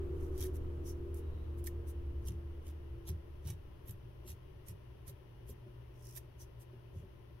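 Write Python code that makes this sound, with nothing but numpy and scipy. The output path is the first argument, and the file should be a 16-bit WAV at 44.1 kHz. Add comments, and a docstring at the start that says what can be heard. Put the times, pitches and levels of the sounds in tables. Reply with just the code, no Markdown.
"""In a small, quiet room, an engine drones outside, slowing and fading over the first four seconds.
Meanwhile a small stiff brush scrapes, flicks and wipes a fishing fly held in a vise; its synthetic
fibres hiss as they slip and tick as they snag. From about 2.3 s nine close strokes comb the fly,
the pull thumping the vise on its bench. Light wooden bumps join in after 4 s. Near 6 s a hum swells,
and a last scrape, a flick, a few wipes and a thump end the scene."""
import sys
import numpy as np
from scipy import signal
from scipy.fft import rfft, irfft, next_fast_len
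from scipy.io import wavfile
from scipy.ndimage import uniform_filter1d, map_coordinates

SR = 44100
rng = np.random.default_rng(int(sys.argv[2]) if len(sys.argv) > 2 else 0)


def file_out(sig):
    """Save sig as 16-bit WAV at sys.argv[1]."""
    # one column per channel
    cols = np.atleast_2d(sig).T
    # limit, then scale
    lim = np.clip(cols, -1, 1)
    pcm = np.round(lim * 32767).astype(np.int16)
    wavfile.write(sys.argv[1], SR, pcm)


N = 326340


def amp(db):
    """Turn decibels into a gain."""
    return 10 ** (np.asarray(db) / 20)


def unit(x):
    """Scale to an average (rms) level of 1."""
    return x / np.sqrt(np.mean(x ** 2) + 1e-20)


def along(points, hz):
    """Read between (frequency, value) points on a log frequency axis."""
    points_hz, values = np.transpose(points)
    return np.interp(np.log(hz + 1), np.log(points_hz + 1), values)


def curves(rows):
    """One value per sample for each column after the time."""
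    times, *columns = np.transpose(rows)
    return [np.interp(np.arange(N) / SR, times, column) for column in columns]


def wobble(rate):
    """A smooth curve through `rate` random values a second."""
    return map_coordinates(rng.standard_normal(int(N * rate / SR) + 4), [np.arange(N) * rate / SR])


def bell(peak_s, half_length_s):
    """A smooth swell from 0 to 1 and back."""
    return np.exp(-((np.arange(N) / SR - peak_s) / half_length_s) ** 2 / 2)


def tone(hz, waver_db, waver_rate):
    """A note that follows a pitch curve while its loudness wavers."""
    return unit(amp(waver_db * wobble(waver_rate)) * np.sin(2 * np.pi * (np.cumsum(hz) / SR + rng.random())))


def filtered(x, response):
    """Turn each frequency up or down by response(hz)."""
    size = next_fast_len(N + 8192)
    return irfft(rfft(x, size) * response(np.fft.rfftfreq(size, 1 / SR)), size)[..., :N]


def panned(pan_db):
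    """Left and right gains; a positive pan is louder on the left."""
    return amp([[pan_db / 2], [-pan_db / 2]])


def add(track, start_s, sound):
    """Mix a sound into a track."""
    part = track[..., max(round(start_s * SR), 0):][..., :sound.shape[-1]]
    part += sound[..., :part.shape[-1]]


# How alike background noise is in both ears (1 = the same): frequency_hz, likeness
EAR_LIKENESS = [(60, 0.96), (150, 0.93), (350, 0.19), (700, 0), (2000, 0), (12000, 0)]
# How far it leans to the left: frequency_hz, pan_db
NOISE_LEAN = [(100, 2), (200, -4.5), (380, 10.5), (700, 6), (2400, 9.5), (4400, 2), (8000, -5), (15000, 0)]

def background_noise(spectrum, lean=1):
    """Noise from all around: alike in both ears in the bass, unrelated and lopsided higher up."""
    def shared_and_opposite(hz):
        angle = np.arccos(along(EAR_LIKENESS, hz)) / 2
        return amp(along(spectrum, hz)) * [np.cos(angle), np.sin(angle)]
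    mid, side = filtered(rng.standard_normal((2, N)), shared_and_opposite)
    ears = np.array([mid + side, mid - side])
    return unit(filtered(ears, lambda hz: amp(lean * along(NOISE_LEAN, hz) * np.array([[.5], [-.5]]))))


# The room's low rumble: frequency_hz, relative_db
ROOM_RUMBLE = [(22, -10.5), (40, -7), (62, 7.5), (88, -6.5), (115, 2.5), (160, -13), (230, -19.5),
               (300, -17), (365, -8.5), (480, -22.5), (590, -17.5), (780, -34), (1500, -63)]
# The room's faint hiss: frequency_hz, relative_db
ROOM_HISS = [(500, -12), (800, -2), (1030, 2), (1170, -7), (1320, -5), (1500, -8), (1900, -7), (2300, -11),
             (2950, -6), (3900, -16), (6000, -19), (7400, -35.5), (10500, -18.5), (15600, -23)]

def room_tone(rumble_db=-55, hiss_db=-69, hum_db=-60.5, swell_db=5, hum_hz=121):
    """Steady rumble, faint hiss and a hum that swells for a while."""
    hum_gain = amp(hum_db + swell_db * bell(peak_s=5.93, half_length_s=0.43))
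    hum = hum_gain * tone(np.full(N, hum_hz), waver_db=1, waver_rate=3.24)
    rumble = amp(rumble_db) * background_noise(ROOM_RUMBLE)
    return rumble + amp(hiss_db) * background_noise(ROOM_HISS) + hum


# The engine slows as it moves off: time_s, firing_hz, exhaust_db, overtones_db
ENGINE_PATH = [(0, 77.68, -40, -51), (1, 77.3, -43.5, -52), (2, 76.78, -43, -55), (2.7, 75.53, -46, -60.5),
               (3.3, 74.74, -50.5, -67), (3.9, 74.3, -62, -81), (7.4, 71.5, -85, -100)]
# Its overtones shift in balance: times_firing_rate, start_db, change_db_per_s
ENGINE_OVERTONES = [(3, -22.5, 3), (3.5, -10.5, -3), (4, -6.5, -3), (4.5, -4.5, 2.5), (5, -0.5, -6.5),
                    (6, -9.5, -2)]
# The rumble of the road: frequency_hz, relative_db
ROAD_RUMBLE = [(22, 3), (40, -3), (60, 2), (120, -6), (170, -12), (230, -25), (300, -12), (380, -10.5),
               (480, -16), (750, -29), (1050, -29.5), (1300, -30), (1550, -36.5), (5000, -56)]

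def engine(beat_hz=9.6, beat_db=-9, whine_db=-49, sag_hz_per_s=30, road_db=-43, fade_db_per_s=3.5):
    """Heard through the wall: a throbbing firing note, its overtones, a sinking whine and road rumble."""
    t = np.arange(N) / SR
    firing_hz, exhaust_db, overtones_db = curves(ENGINE_PATH)
    firing_hz = firing_hz * (1 + .002 * wobble(5.11))
    # a second, lower note beats against the firing note
    lower = amp(beat_db) * tone(firing_hz - beat_hz + wobble(6.17), waver_db=10, waver_rate=3.1)
    exhaust = amp(exhaust_db) * unit(tone(firing_hz, waver_db=1.5, waver_rate=22) + lower)
    overtones = sum(amp(db + change * t) * tone(multiple * firing_hz, waver_db=3, waver_rate=4.37)
                    for multiple, db, change in ENGINE_OVERTONES)
    whine_hz = 383.6 - sag_hz_per_s * t + 1.2 * wobble(24.9)
    whine = bell(peak_s=0.32, half_length_s=0.33) * tone(whine_hz, waver_db=4.5, waver_rate=19)
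    road = amp(road_db - fade_db_per_s * t) * background_noise(ROAD_RUMBLE, lean=0.049)
    return exhaust + amp(overtones_db) * overtones + amp(whine_db) * whine + road


def slips(samples, per_second=460, spread_db=3.5, life_s=0.00069):
    """The power of tiny fibre slips at random times, averaging 1; each dies almost at once."""
    sizes = amp(spread_db * np.minimum(rng.exponential(size=samples), 3)) ** 2
    kicks = sizes * (rng.random(samples) < per_second / SR)
    power = signal.lfilter([1], [1, -np.exp(-1 / (life_s * SR))], kicks)
    return power / power.mean()


# The bright hiss of slipping fibres: frequency_hz, relative_db
FIBRE_HISS = [(1500, -49), (3500, -18), (5200, -11), (7600, -6.5), (9000, -2), (10400, -1), (11400, 2.5),
              (12800, -4), (14200, -4.5), (15800, -7)]
# The lower rasp of hard contact: frequency_hz, relative_db
CONTACT_RASP = [(600, -6), (950, -2), (1400, -10), (2000, -3.5), (2600, -2.5), (3550, -1), (4400, -6),
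                (7000, -20.5)]
# The bristles' low and high ring: pitch_hz, half_width_hz
BRISTLE_RINGS = [(5900, 510), (12000, 460)]

def stroke(peak_s, db, half_length_s, low_ring_db, high_ring_db, rasp_db, scratch, indirect, pan_db, skew):
    """One brush stroke swells and fades: fibres hiss, hard contact rasps, the bristles ring."""
    out, t = np.zeros((2, N)), np.arange(-SR // 2, SR // 2) / SR
    hz = np.fft.rfftfreq(len(t), 1 / SR)
    hiss, rasp = (unit(amp(along(points, hz))) ** 2 for points in (FIBRE_HISS, CONTACT_RASP))
    low_ring, high_ring = (unit(1 / (1 + ((hz - pitch) / width) ** 2 / 2)) ** 2
                           for pitch, width in BRISTLE_RINGS)
    power = hiss + rasp * amp(rasp_db) ** 2
    power += low_ring * amp(low_ring_db) ** 2 + high_ring * amp(high_ring_db) ** 2
    # skew over 1 makes the rise slower than the fall
    width_s = np.where(t < 0, half_length_s * skew, half_length_s / skew)
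    # scratch 0 is smooth and round-topped; scratch 1 is pointed and breaks into single slips
    roundness = 2.56 - 1.5 * scratch
    swell = np.exp(-np.abs(t / width_s) ** roundness / 2)
    grain = np.sqrt(1 - scratch + scratch * slips(len(t)))
    # strokes made away from the microphone arrive unrelated on its left and right
    noise = np.sqrt(1 - indirect) * rng.standard_normal(len(t))
    noise = noise + np.sqrt(indirect) * rng.standard_normal((2, len(t)))
    # every stroke catches other fibres, which ring in their own way
    tuft_db = 2 * unit(uniform_filter1d(rng.standard_normal(len(hz)), size=180))
    sound = irfft(rfft(noise * swell * grain) * unit(amp(tuft_db)) * np.sqrt(power))
    add(out, max(peak_s + t[0], 0), amp(db) * panned(pan_db) * sound[:, t + peak_s >= 0])
    return out


# Scrapes over the bristles: peak_s, level_db, half_length_s, rasp_db, low_ring_db
BRUSH_SCRAPES = [(0.237, -68, 0.026, -12, -9), (0.417, -51.5, 0.018, -7, -3.5),
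                 (6.091, -62, 0.033, -25, -2.5)]

def scrapes():
    """Long, gritty strokes that break up into single slips."""
    return sum(stroke(*row, low_ring_db=ring_db, high_ring_db=-19, rasp_db=rasp_db,
                      scratch=0.87, indirect=0.92, pan_db=-1.2, skew=1.11)
               for *row, rasp_db, ring_db in BRUSH_SCRAPES)


# The loudest fibres snapping free: start_s, level_db, pan_db
FIBRE_SNAGS = [(0.378, -36, -3), (0.406, -29, -6), (1.143, -37, -1), (1.641, -36, -10), (1.668, -31, -15),
               (2.272, -35.5, -12), (2.68, -40, -5), (3.088, -32.5, -9), (3.472, -33.5, -13),
               (3.874, -44, -7), (3.908, -33.5, -7), (4.684, -35.5, -11), (5.078, -35, -11),
               (5.501, -39, -7), (6.177, -31, -8)]

def snags(gain_db=-6, fade_s=0.012, attack_s=0.001, stray_boost_db=9, stray_pan_db=-5):
    """A caught fibre lets go with a bright tick; two more stray around each combing stroke and scrape."""
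    out, t = np.zeros((2, N)), np.arange(SR // 20) / SR
    strays = [(peak_s + 1.1 * half_length_s * rng.normal(), db + stray_boost_db, stray_pan_db)
              for peak_s, db, half_length_s, *_ in COMB_STROKES + BRUSH_SCRAPES for _ in range(2)]
    for start_s, db, pan_db in FIBRE_SNAGS + strays:
        tick = amp(-60 * t / fade_s) * (1 - np.exp(-t / attack_s)) * rng.standard_normal(len(t))
        add(out, start_s, amp(db + gain_db) * panned(pan_db) * tick)
    return filtered(out, lambda hz: unit(amp(along(FIBRE_HISS, hz))))


def knocks(events, notes, attack_s, detune):
    """Blows ring an object's own notes, a little differently each time; each drops 60 dB in fade_s."""
    out, t = np.zeros(N), np.arange(SR // 2) / SR
    for start_s, peak_db in events:
        ring = sum(amp(db + rng.normal(0, 4.3) - 60 * t / fade_s)
                   * np.sin(2 * np.pi * hz * rng.normal(1, detune) * t) for hz, db, fade_s in notes)
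        ring *= 1 - np.exp(-t / attack_s)
        add(out, start_s, amp(peak_db) * ring / np.abs(ring).max())
    return out


# Hard contacts on the brush: start_s, peak_db
HANDLE_HITS = [(0.449, -55), (1.673, -48), (3.092, -69), (6.173, -56.5)]
# The notes of its handle: pitch_hz, relative_db, fade_s
HANDLE_NOTES = [(1827, 4.5, 0.044), (1970, 7, 0.021), (2200, 1, 0.035)]

def handle_pings():
    """A hard contact makes the brush's handle ring briefly."""
    return knocks(HANDLE_HITS, HANDLE_NOTES, attack_s=0.0014, detune=0.018)


# Flicks of the brush: peak_s, level_db, half_length_s
BRUSH_FLICKS = [(0.453, -54, 0.015), (0.561, -59, 0.0061), (1.675, -44.5, 0.0061), (6.175, -47, 0.0068)]

def flicks():
    """Quick, bright strokes that stop faster than they start."""
    return sum(stroke(*row, low_ring_db=-12, high_ring_db=-3, rasp_db=-11.5,
                      scratch=0.8, indirect=0.9, pan_db=-3.2, skew=1.34) for row in BRUSH_FLICKS)


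# Wipes of the brush: peak_s, level_db, half_length_s, low_ring_db
BRUSH_WIPES = [(0.888, -57.5, 0.024, -2.5), (1.177, -63, 0.019, -14), (1.59, -65.5, 0.01, -18),
               (1.895, -60.5, 0.017, -12), (6.418, -61, 0.017, -2.5), (6.618, -65, 0.015, -16),
               (6.979, -76, .033, -6)]

def wipes():
    """Smooth strokes made away from the microphone."""
    return sum(stroke(*row, high_ring_db=-26, rasp_db=-14.5,
                      scratch=0.15, indirect=0.69, pan_db=-.3, skew=1) for row in BRUSH_WIPES)


def squeak(pitch_hz=3850, width_hz=170, level_db=-80):
    """A faint, thin squeak of something rubbing."""
    band = filtered(rng.standard_normal((2, N)), lambda hz: np.exp(-((hz - pitch_hz) / width_hz) ** 2 / 2))
    return amp(level_db) * unit(band) * bell(peak_s=1.36, half_length_s=0.12)


# Pulls through the fly, about 0.4 s apart: peak_s, level_db, half_length_s, rasp_db, high_ring_db
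COMB_STROKES = [(2.286, -56.5, .013, -5, -20), (2.678, -64.5, 0.014, -3.5, -18),
                (3.09, -52, 0.0096, -4.5, -6), (3.488, -53, 0.016, -4, -13), (3.894, -63, .015, -4, 7),
                (4.295, -56.5, 0.018, -6.5, -5), (4.692, -58, 0.015, -7.5, -4),
                (5.088, -59, 0.013, -6.5, -2), (5.499, -63, 0.018, -10, -3)]

def combing():
    """Close, rasping strokes untangle the fibres, so each has less scratch and low ring than the last."""
    return sum(stroke(*row, low_ring_db=-5.5 - 0.5 * count, high_ring_db=ring_db, rasp_db=rasp_db,
                      scratch=0.93 - 0.072 * count, indirect=0.064, pan_db=-2.1, skew=0.97)
               for count, (*row, rasp_db, ring_db) in enumerate(COMB_STROKES))


# The vise springing back: start_s, peak_db
VISE_HITS = [(2.289, -34.5), (3.094, -30.5), (3.452, -35), (3.499, -37.5), (3.889, -41), (4.289, -42.5),
             (4.688, -41), (5.079, -45), (5.499, -45.5), (6.958, -36.5)]
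# Its deep notes: pitch_hz, relative_db, fade_s
VISE_NOTES = [(82.8, 1, 0.23), (99.2, 0, 0.22), (141.6, -4, 0.15), (170, -13.5, 0.26), (360, -17.5, 0.14)]

def vise_thumps():
    """Pulled by the brush, the vise springs back and thumps on its bench."""
    return knocks(VISE_HITS, VISE_NOTES, attack_s=0.011, detune=0.021)


# Light bumps on wood: start_s, peak_db
WOOD_HITS = [(4.246, -48.5), (5.09, -55), (5.49, -46.5), (5.66, -48.5), (6.01, -61), (6.729, -50),
             (6.944, -51.5), (7.027, -50)]
# The wood's notes: pitch_hz, relative_db, fade_s
WOOD_NOTES = [(223, -8.5, 0.13), (361, -0.5, 0.052), (389, -1.5, 0.096), (582, -5.5, 0.072)]

def wood_bumps():
    """Soft blows make wood ring for a moment."""
    return knocks(WOOD_HITS, WOOD_NOTES, attack_s=0.013, detune=0.0674)


# How long the walls' echo takes to drop 60 dB: frequency_hz, fade_s
WALL_FADES = [(200, 0.26), (3000, 0.24), (14000, 0.15)]

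def in_room(dry, lag_s=0.0001915, sway_s=0.000294, bench_db=-5, bench_fade_s=0.047, walls_db=-16):
    """The moving brush reaches left and right at changing delays and echoes off the bench and walls."""
    lag = (lag_s + sway_s * wobble(8)) * SR
    direct = np.array([map_coordinates(channel, [np.arange(N) + side * lag / 2], order=5)
                       for channel, side in zip(dry, (1, -1))])
    hz, t, noise = signal.stft(rng.standard_normal((2, SR // 3)), SR, nperseg=256)
    walls = signal.istft(noise * amp(-60 * t / along(WALL_FADES, hz)[:, None]), SR, nperseg=256)[1]
    age_s = np.arange(walls.shape[1]) / SR
    bench = rng.standard_normal(walls.shape) * amp(-60 * age_s / bench_fade_s) * (age_s > .0006)
    echo = amp(walls_db) * walls / np.linalg.norm(walls[0])
    echo += amp(bench_db) * bench / np.linalg.norm(bench[0])
    return direct + signal.fftconvolve(dry, echo, axes=1)[:, :N]


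def scene():
    """Brush and vise close by, the engine and the room behind them."""
    knocking = vise_thumps() + wood_bumps() + handle_pings()
    brushing = combing() + scrapes() + flicks() + wipes() + snags()
    return knocking + in_room(brushing) + squeak() + engine() + room_tone()


def record(dry, top_hz=15800):
    """Cut away the very highest treble."""
    return filtered(dry, lambda hz: hz < top_hz)


dry = scene()
out = record(dry)
file_out(out)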